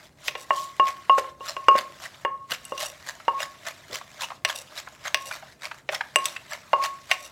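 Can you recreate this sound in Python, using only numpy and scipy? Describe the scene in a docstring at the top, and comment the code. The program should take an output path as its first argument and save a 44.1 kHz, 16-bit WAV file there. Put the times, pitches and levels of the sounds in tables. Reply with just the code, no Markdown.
"""A wooden pestle pounds wet shredded papaya in a clay mortar, about 3.4 strokes a second.
On its way down it often knocks the wall, which rings until the pressed salad chokes it.
The shreds squelch, air pockets pop, and now and then the mortar thumps on the table.
A plastic spoon clacks and scrapes on the clay and turns the shreds; a small kitchen hums and answers."""
import sys
import numpy as np
from scipy import signal
from scipy.fft import rfft, irfft, next_fast_len
from scipy.io import wavfile
from scipy.ndimage import uniform_filter1d, map_coordinates

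SR = 44100
rng = np.random.default_rng(int(sys.argv[2]) if len(sys.argv) > 2 else 0)


def master_out(mix):
    """Clip the mix to full scale and print it as 16-bit PCM to the path in sys.argv[1]."""
    frames = np.transpose(np.atleast_2d(mix))
    ceiling = np.clip(frames, -1, 1)
    pcm = np.round(ceiling * 32767).astype(np.int16)
    wavfile.write(sys.argv[1], SR, pcm)


N = 322395

# Pestle knocks, mostly on the wall on the way down; a few dull ones are the pestle bottoming out: (time [s],
# level [dB], tilt [dB/octave], rim ring [dB], twin-mode share [0-1], wood note [dB])
KNOCKS = [(0.5064, -19, -0.7, -23, 0.83, -46), (0.7974, -22, 1, -11.5, 0.15, -24),
          (1.096, -20.5, 0, -9, 0, -50), (1.181, -20.5, -5, -43, 0.1, -52),
          (1.407, -43.5, -14, -34.5, 0, -36), (1.566, -33, 3, -31.5, 0, -60),
          (1.6839, -14.5, 2, -8, 0, -57), (1.753, -23.5, -3.5, -34.5, 0.1, -65),
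          (2.2497, -25, 1.4, -23, 0.32, -17), (2.721, -30, -7, -34, 0, -55),
          (3.281, -24.5, 2, -22.5, 0.63, -6.5), (6.732, -17.5, 1.2, -19.5, 0.94, -5.5)]
# Dull tone of wood on clay: (frequency [Hz], level [dB])
KNOCK_EQ = [(20, -58), (70, -46.5), (150, -25), (300, -11.5), (450, -2), (560, 7.5), (720, -1), (950, 0),
            (1200, 1), (1500, -0.5), (2200, -7.5), (3300, -21), (8000, -41.5), (16000, -58.5)]


def pestle(wood_hz=937):
    """Wood knocks on clay: a dull attack, the ringing rim and the pestle's own brief note."""
    out = np.zeros(N)
    for s, db, tilt, ring_db, twin, wood_db in KNOCKS:
        add(out, s, strike(db, tilt, KNOCK_EQ, chatter_db=-9, chatter_t60=0.019, modes_db=-35))
        add(out, s, rim(s, ring_db, overtone_db=(db + ring_db) / 2 - 1.5, twin=twin))
        add(out, s, mode(wood_db, wood_hz, 0.036, seconds(SR // 4)))
    return out


# The mortar's modes besides those of the rim: (frequency [Hz], relative level [dB], t60 [s])
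CLAY_MODES = [(350, -14.5, 0.52), (410.2, -11, 0.35), (562.5, -6, 0.14), (600.3, 1, 0.069),
              (1060, -4, 0.42), (1094.6, 8, 0.038), (1160, -14.5, 0.064), (2090, -30.5, 0.065),
              (2614, -13.5, 0.15), (3830, -13, 0.055), (4870, -4.5, 0.09), (5920, -4, 0.021),
              (7970, 14.5, 0.022), (8650, 14.5, 0.01), (10400, 11.5, 0.015), (11400, 12, 0.0074),
              (13350, 7.5, .015)]


def strike(db, tilt, eq, chatter_db, chatter_t60, modes_db, ping_db=0):
    """One contact: a push and a short chatter wake the clay's modes; ping lifts the highest ones."""
    t = seconds(SR // 3)
    force = amp(chatter_db - 60 * t / chatter_t60) * rng.standard_normal(len(t))
    force[0] += 1
    gain_db = lambda hz: along(eq, hz) + tilt * np.log2(np.clip(hz, 500, 8000) / 1000)
    blow = colour(force, gain_db)
    for (hz, level, t60), chance_db in zip(CLAY_MODES, rng.normal(0, 1.5, len(CLAY_MODES))):
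        blow += mode(modes_db + level + chance_db + gain_db(hz) + ping_db * (hz > 5000), hz, t60, t)
    attack_rms = np.sqrt(np.mean(blow[:SR // 66] ** 2))
    return amp(db) * blow / attack_rms


RING_HZ, OVERTONE_HZ = 1089.5, 2812  # the rim's two bending modes


def rim(s, ring_db, overtone_db, twin=0.14, beat_hz=11.1, ring_t60=0.64, choked_t60=0.36):
    """The rim sings until the next stroke chokes it; slightly out of round, it beats with a twin mode."""
    t = seconds(SR // 2)
    next_stroke = min([row[0] for row in STROKES if row[0] > s], default=np.inf)
    free_s = max(next_stroke - s - 0.031, 0)  # the salad meets the wall just before the press peaks
    twin_free_s = free_s + 0.12  # the twin moves other parts of the wall and is choked later
    choke = lambda after: amp(-60 * np.maximum(t - after, 0) / choked_t60)
    ring = mode(ring_db, RING_HZ, ring_t60, t) * choke(free_s)
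    ring += twin * mode(ring_db, RING_HZ + beat_hz, ring_t60, t) * choke(twin_free_s)
    # the overtone loses most of its strength at once, then lingers
    return ring + mode(overtone_db, OVERTONE_HZ, 0.04, t) + mode(overtone_db - 14.5, OVERTONE_HZ, 0.14, t)


# Pestle presses into the salad: (peak time [s], level [dB], rise [s], hollow body [dB re level])
STROKES = [(0.271, -35, .02, -18), (0.595, -40.5, 0.069, -11), (0.882, -39, 0.026, 4),
           (1.189, -30, 0.0083, 3.5), (1.487, -37.5, 0.033, 2.5), (1.782, -35, 0.021, 5.5),
           (2.041, -37.5, 0.022, 1), (2.528, -33, 0.02, 2.5), (2.822, -33.5, 0.032, -1),
           (3.088, -35.5, 0.019, 1.5), (3.418, -35, 0.024, 5), (3.679, -37.5, 0.023, 6),
           (3.953, -35, 0.028, 0.5), (4.227, -31, .017, 2), (4.501, -32.5, .018, 4.5),
           (4.784, -37, 0.02, -0.5), (5.068, -35.5, 0.015, 7.5), (5.336, -42.5, 0.04, 3),
           (5.645, -40.5, 0.026, 7), (5.938, -36.5, 0.019, 6), (6.275, -39.5, 0.048, 1.5),
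           (6.53, -41, 0.029, 4.5), (6.846, -30.5, 0.017, 4.5), (7.123, -34.5, 0.019, 4.5)]
# The squelch's hollow body, juicy highs and fine spray, each: (frequency [Hz], level [dB])
BODY_EQ = [(150, -30.5), (380, -36), (600, 7), (800, -2.5), (1050, 2), (1400, 0.5), (2000, 3), (2700, -4.5),
           (3600, -7.5), (6000, -56)]
JUICE_EQ = [(1200, -27.5), (2300, -11), (3000, 1.5), (4200, -1), (6000, -3), (7500, -7), (10000, -30)]
FIZZ_EQ = [(4500, -41.5), (7500, 0), (10000, 4), (13000, 0), (16000, -11)]


def salad(sharpness=1.53, fall_over_rise=1.05, fizz_db=-10, tick_db=-8):
    """Each stroke crushes wet shreds into a squelch; in between, the spoon keeps them sliding."""
    t, presses = seconds(N), np.zeros((3, N))
    layers = (BODY_EQ, JUICE_EQ, FIZZ_EQ)
    for s, db, rise, body_db in STROKES:
        from_peak = np.maximum(s - t, (t - s) / fall_over_rise) / rise
        near = from_peak < 8
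        layer_gains = amp(db + np.array([[body_db], [0], [fizz_db]]))
        presses[:, near] += layer_gains * np.exp(-from_peak[near] ** sharpness)
    fine = crackle(rate=6000, spread_db=5, clump_db=3, patchy_db=3)
    snaps = crackle(rate=160, spread_db=3, clump_db=1, patchy_db=6.5)  # single shreds breaking
    crush = sum(press * shaped(fine + 1.1 * snaps, eq) for press, eq in zip(presses, layers))
    slither = crackle(rate=14000, spread_db=3.5, clump_db=1.2, patchy_db=3)
    ticks = crackle(rate=25, spread_db=4, clump_db=1, patchy_db=6)  # single shreds letting go
    friction = slither + amp(tick_db) * ticks
    slide = sum(amp(db) * shaped(friction, eq) for db, eq in zip((-1, -4, -14), layers))
    return crush + stirring() * slide


# Spoon rests; one that ends before it starts dips less or not at all: (start [s], end [s])
RESTS = [(0.10, 0.17), (1.34, 1.37), (2.269, 2.56), (4.40, 4.44), (4.995, 4.96), (5.57, 5.6), (5.83, 5.87),
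         (6.08, 5.05)]


def stirring(steady_db=-53.5, drag_db=-18, drag_s=0.045, rest_db=-14.5, ramp_s=0.04):
    """Envelope of the sliding shreds: steady under the spoon, swelling at strokes, ducked in rests."""
    t = seconds(N)
    dragged = sum(amp(db + drag_db) * np.exp(-np.abs(t - s) / drag_s) for s, db, _, _ in STROKES)
    from_rest = np.min([np.maximum(start - t, t - end) for start, end in RESTS], axis=0)
    return (amp(steady_db) + dragged) * amp(rest_db * np.clip(1 - from_rest / ramp_s, 0, 1))


# Large air pockets giving way: (time [s], burst peak [dB], centre [Hz])
POPS = [(1.24, -30, 1120), (2.141, -37, 3470), (3.199, -36, 1240), (4.011, -30, 1067), (4.209, -29, 1040),
        (4.302, -25.5, 1190), (4.316, -25.5, 1012), (4.496, -21.5, 1570), (4.871, -29, 990),
        (5.31, -23.5, 1397), (5.424, -31.5, 730), (5.712, -24.5, 1480), (5.93, -21.5, 770),
        (5.945, -20.5, 5140), (6.007, -15.5, 1524), (6.362, -22.5, 2550), (6.518, -25, 1650),
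        (6.84, -24, 1060)]


def pops(t60=0.027, skirt_db_per_octave=9, bubble_db=-7, glide=0.12):
    """Wet smacks: a burst of juice and the note of an air pocket, rising as it opens."""
    out, t = np.zeros(N), seconds(SR // 10)
    bowl_eq = [(50, -51), (200, -39), (400, -18.5), (600, 7), (2500, 1), (14000, -18.5)]
    swell = amp(-60 * t / t60) * (1 - np.exp(-12 * t / t60)) ** 2
    for s, db, centre_hz in POPS:
        octaves_off = lambda hz: np.hypot(np.log2((hz + 1) / centre_hz), 0.5)
        gain_db = lambda hz: along(bowl_eq, hz) - skirt_db_per_octave * octaves_off(hz)
        burst = colour(rng.standard_normal(len(t)) * swell, gain_db)
        bubble = swell / swell.max() * np.sin(2 * np.pi * centre_hz * t * (1 + glide * t / t60))
        add(out, s, amp(db) * (burst / np.abs(burst).max() + amp(bubble_db) * bubble))
    return out


# The pestle bottoms out: (time [s], peak [dB])
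THUMPS = [(1.755, -37.5), (2.513, -35.5), (3.335, -51), (3.897, -38.5), (3.924, -32.5)]
# Boxy tone of the table: (frequency [Hz], level [dB])
TABLE_EQ = [(30, -31), (100, -13.5), (200, -5.5), (350, -6), (550, 0), (900, -23), (3000, -39)]


def thumps(t60=0.054, attack_s=0.004):
    """The mortar thumps on the table: soft low blows, cushioned by the salad."""
    out, t = np.zeros(N), seconds(SR // 5)
    envelope = amp(-60 * t / t60) * (1 - np.exp(-t / attack_s))
    for s, db in THUMPS:
        thump = shaped(rng.standard_normal(len(t)) * envelope, TABLE_EQ)
        add(out, s, amp(db) * thump / np.abs(thump).max())
    return out


# Spoon hits: (time [s], level [dB], tilt [dB/octave], rim ring [dB], high ping [dB], chatter [dB])
CLACKS = [(0.2821, -23.5, 2.5, -45.5, -13, -19), (0.353, -32.5, -4, -44.5, -7, -17),
          (2.5088, -37, 14, -66, -14, -19), (2.6517, -41.5, 28, -50.5, 28, -36),
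          (2.778, -38.5, 12, -41, -4, -7.5), (3.404, -33.5, 0.5, -40, 14, -30),
          (4.4493, -20, 2, -32.5, 11, -17), (5.1452, -19, 4, -31, -6.5, -27.5),
          (5.8903, -24.5, -4.5, -62, -18, -13.5), (6.159, -17.5, -0.4, -22, 20, -44),
          (6.256, -23.5, 12, -59, 15, -15), (7.114, -18, 2, -27, 11, -11.5)]
# Bright tone of plastic on clay: (frequency [Hz], level [dB])
CLACK_EQ = [(20, -68), (120, -50.5), (400, -7.5), (620, 6), (1100, -9.5), (1900, 8), (2600, 6), (3700, -1),
            (4800, -11), (5800, -4), (7000, -23.5), (8000, -23.5), (11000, -29), (16000, -28.5)]


def spoon_clacks():
    """Hard plastic clacks on the wall and brings out the rim's overtone."""
    out = np.zeros(N)
    for s, db, tilt, ring_db, ping_db, chatter_db in CLACKS:
        clack = strike(db, tilt, CLACK_EQ, chatter_db, chatter_t60=0.034, modes_db=-38, ping_db=ping_db)
        add(out, s, clack)
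        add(out, s, rim(s, ring_db, overtone_db=ring_db + 11.5))
    return out


# Spoon drags: (start [s], length [s], level [dB])
SCRAPES = [(0.373, 0.075, -41), (2.647, 0.12, -50), (2.774, 0.15, -40), (4.543, 0.081, -36.5),
           (5.186, 0.17, -44.5), (6.272, 0.087, -53), (7.179, 0.11, -44)]
# Gritty tone of unglazed clay: (frequency [Hz], level [dB])
GRIT_EQ = [(400, -14), (600, 9), (1100, -16.5), (1500, -17), (2400, -18), (2850, 10), (3200, -11),
           (3750, -1.5), (4800, -6), (5800, 1.5), (6900, -6.5), (8200, -3.5), (9500, -8), (11900, -8.5),
           (15000, -18)]


def spoon_scrapes(wall_db=-6):
    """The spoon drags over the clay; every catch on the grit rings the wall's modes again."""
    drag, t = np.zeros(N), seconds(N)
    for s, length, db in SCRAPES:
        progress = np.clip((t - s) / length, 0, 1)
        drag += amp(db) * np.sqrt(np.abs(np.sin(np.pi * progress)))
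    grit = crackle(rate=900, spread_db=4, clump_db=5, patchy_db=2)
    wall_hz = [OVERTONE_HZ] + [row[0] for row in CLAY_MODES]
    wall = sum(mode(0, hz, 0.012, t[:SR // 20]) for hz in wall_hz)
    ringing = unit(signal.fftconvolve(grit, wall)[:N])
    return drag * shaped(grit + amp(wall_db) * ringing, GRIT_EQ)


# Reverb decay of the kitchen: (frequency [Hz], t60 [s])
ROOM_DECAY = [(150, 0.66), (1000, 0.38), (4000, 0.32), (12000, 0.42)]


def kitchen(x, early_db=-17, tail_db=-18, echoes=9):
    """Table and near walls answer within 30 ms; then the room dies away."""
    hz, t, noise = signal.stft(rng.standard_normal(SR // 2), SR, nperseg=256)
    decay = amp(-60 * t / along(ROOM_DECAY, hz)[:, None])
    tail = signal.istft(noise * decay, SR, nperseg=256)[1]
    tail *= np.clip(seconds(len(tail)) / 0.036, 0, 1)
    tail = colour(tail, lambda hz: along([(2000, 2), (8000, -2)], hz))  # slightly darker throughout
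    answer = amp(tail_db) * tail / np.linalg.norm(tail)
    for delay, size in zip(rng.uniform(0.004, 0.03, size=echoes), rng.standard_normal(echoes)):
        answer[int(delay * SR)] += amp(early_db) * size / np.sqrt(echoes)
    return signal.fftconvolve(x, answer)[:N]


# Appliance hum partials and the tone of the room's air, each: (frequency [Hz], level [dB])
HUM_PARTIALS = [(86.1, -80.5), (140.0, -65.5), (290.7, -75)]
AIR_EQ = [(20, -55), (40, -17), (58, -1.5), (100, -0.5), (160, -2), (250, -5.5), (500, -9.5), (1000, -16),
          (3000, -38.5), (8000, -29), (16000, -38.5)]


def room_tone(air_db=-59.5):
    """A bed of room air and the slightly unsteady hum of an appliance."""
    hum, t = np.zeros(N), seconds(N)
    for hz, db in HUM_PARTIALS:
        hum += amp(db + 1.5 * wobble(5)) * np.sin(2 * np.pi * hz * t + 0.86 * wobble(9.4))
    return hum + amp(air_db) * shaped(rng.standard_normal(N), AIR_EQ)


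def crackle(rate, spread_db, clump_db, patchy_db):
    """Tiny snaps, rate a second, of uneven size and colour that come in clumps; rms 1."""
    snaps = (rng.random(N) < rate / SR) * rng.choice([-1, 1], N)
    size_db = spread_db * np.clip(rng.standard_normal(N), -2, 2) + clump_db * wobble(180)
    return unit(patchy(snaps * amp(size_db), patchy_db))


def patchy(x, depth_db, bins=6, frames=3):
    """Tiny cavities open and close: random resonances that come and go within milliseconds."""
    spectra = signal.stft(x, nperseg=512)[2]
    field = uniform_filter1d(rng.standard_normal(spectra.shape), bins, 0)
    field = uniform_filter1d(field, frames, 1)
    return signal.istft(spectra * amp(depth_db * unit(field)), nperseg=512)[1][:N]


def mode(db, hz, t60, t):
    """A damped vibration that builds up over its first cycle."""
    return amp(db - 60 * t / t60) * np.sin(2 * np.pi * hz * t) * (1 - np.exp(-(hz * t) ** 2))


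def wobble(rate):
    """A smooth random curve with rate knots a second."""
    return map_coordinates(rng.standard_normal(int(N * rate / SR) + 4), [seconds(N) * rate])


def colour(x, gain_db, size=2048):
    """Minimum-phase EQ whose gain in dB is a function of frequency."""
    cepstrum = irfft(np.log(amp(gain_db(np.fft.rfftfreq(size, 1 / SR))) + 1e-6))
    cepstrum[1:size // 2] *= 2
    cepstrum[size // 2 + 1:] = 0
    return signal.fftconvolve(x, irfft(np.exp(rfft(cepstrum))))[:len(x)]


def shaped(x, eq):
    """x through an EQ curve, at rms 1."""
    return unit(colour(x, lambda hz: along(eq, hz)))


def along(points, hz):
    """Read (frequency [Hz], value) points on a log axis."""
    freqs, values = np.transpose(points)
    return np.interp(np.log(hz + 1), np.log(freqs + 1), values)


def amp(db):
    """Decibels to gain."""
    return 10 ** (np.asarray(db) / 20)


def unit(x):
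    """Scale to rms 1."""
    return x / np.sqrt(np.mean(x ** 2) + 1e-20)


def seconds(count):
    """A time axis of count samples."""
    return np.arange(count) / SR


def add(track, s, x):
    """Mix x into the track at time s."""
    part = track[max(round(s * SR), 0):][:len(x)]
    part += x[:len(part)]


def scene():
    """The mortar up close, with kitchen reverb and room tone behind it, in mono."""
    mortar = pestle() + spoon_clacks() + spoon_scrapes() + salad() + pops() + thumps()
    return (mortar + kitchen(mortar) + room_tone())[None]


def record(dry):
    """A soft clip rounds off the highest peaks; a brick-wall low-pass trims the top."""
    top_hz = 16500
    rounded = dry / (1 + np.abs(dry) ** 6) ** (1 / 6)
    size = next_fast_len(N + SR // 4)
    passband = np.fft.rfftfreq(size, 1 / SR) < top_hz
    return irfft(rfft(rounded, size) * passband, size)[:, :N]


dry = scene()
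out = record(dry)
master_out(out)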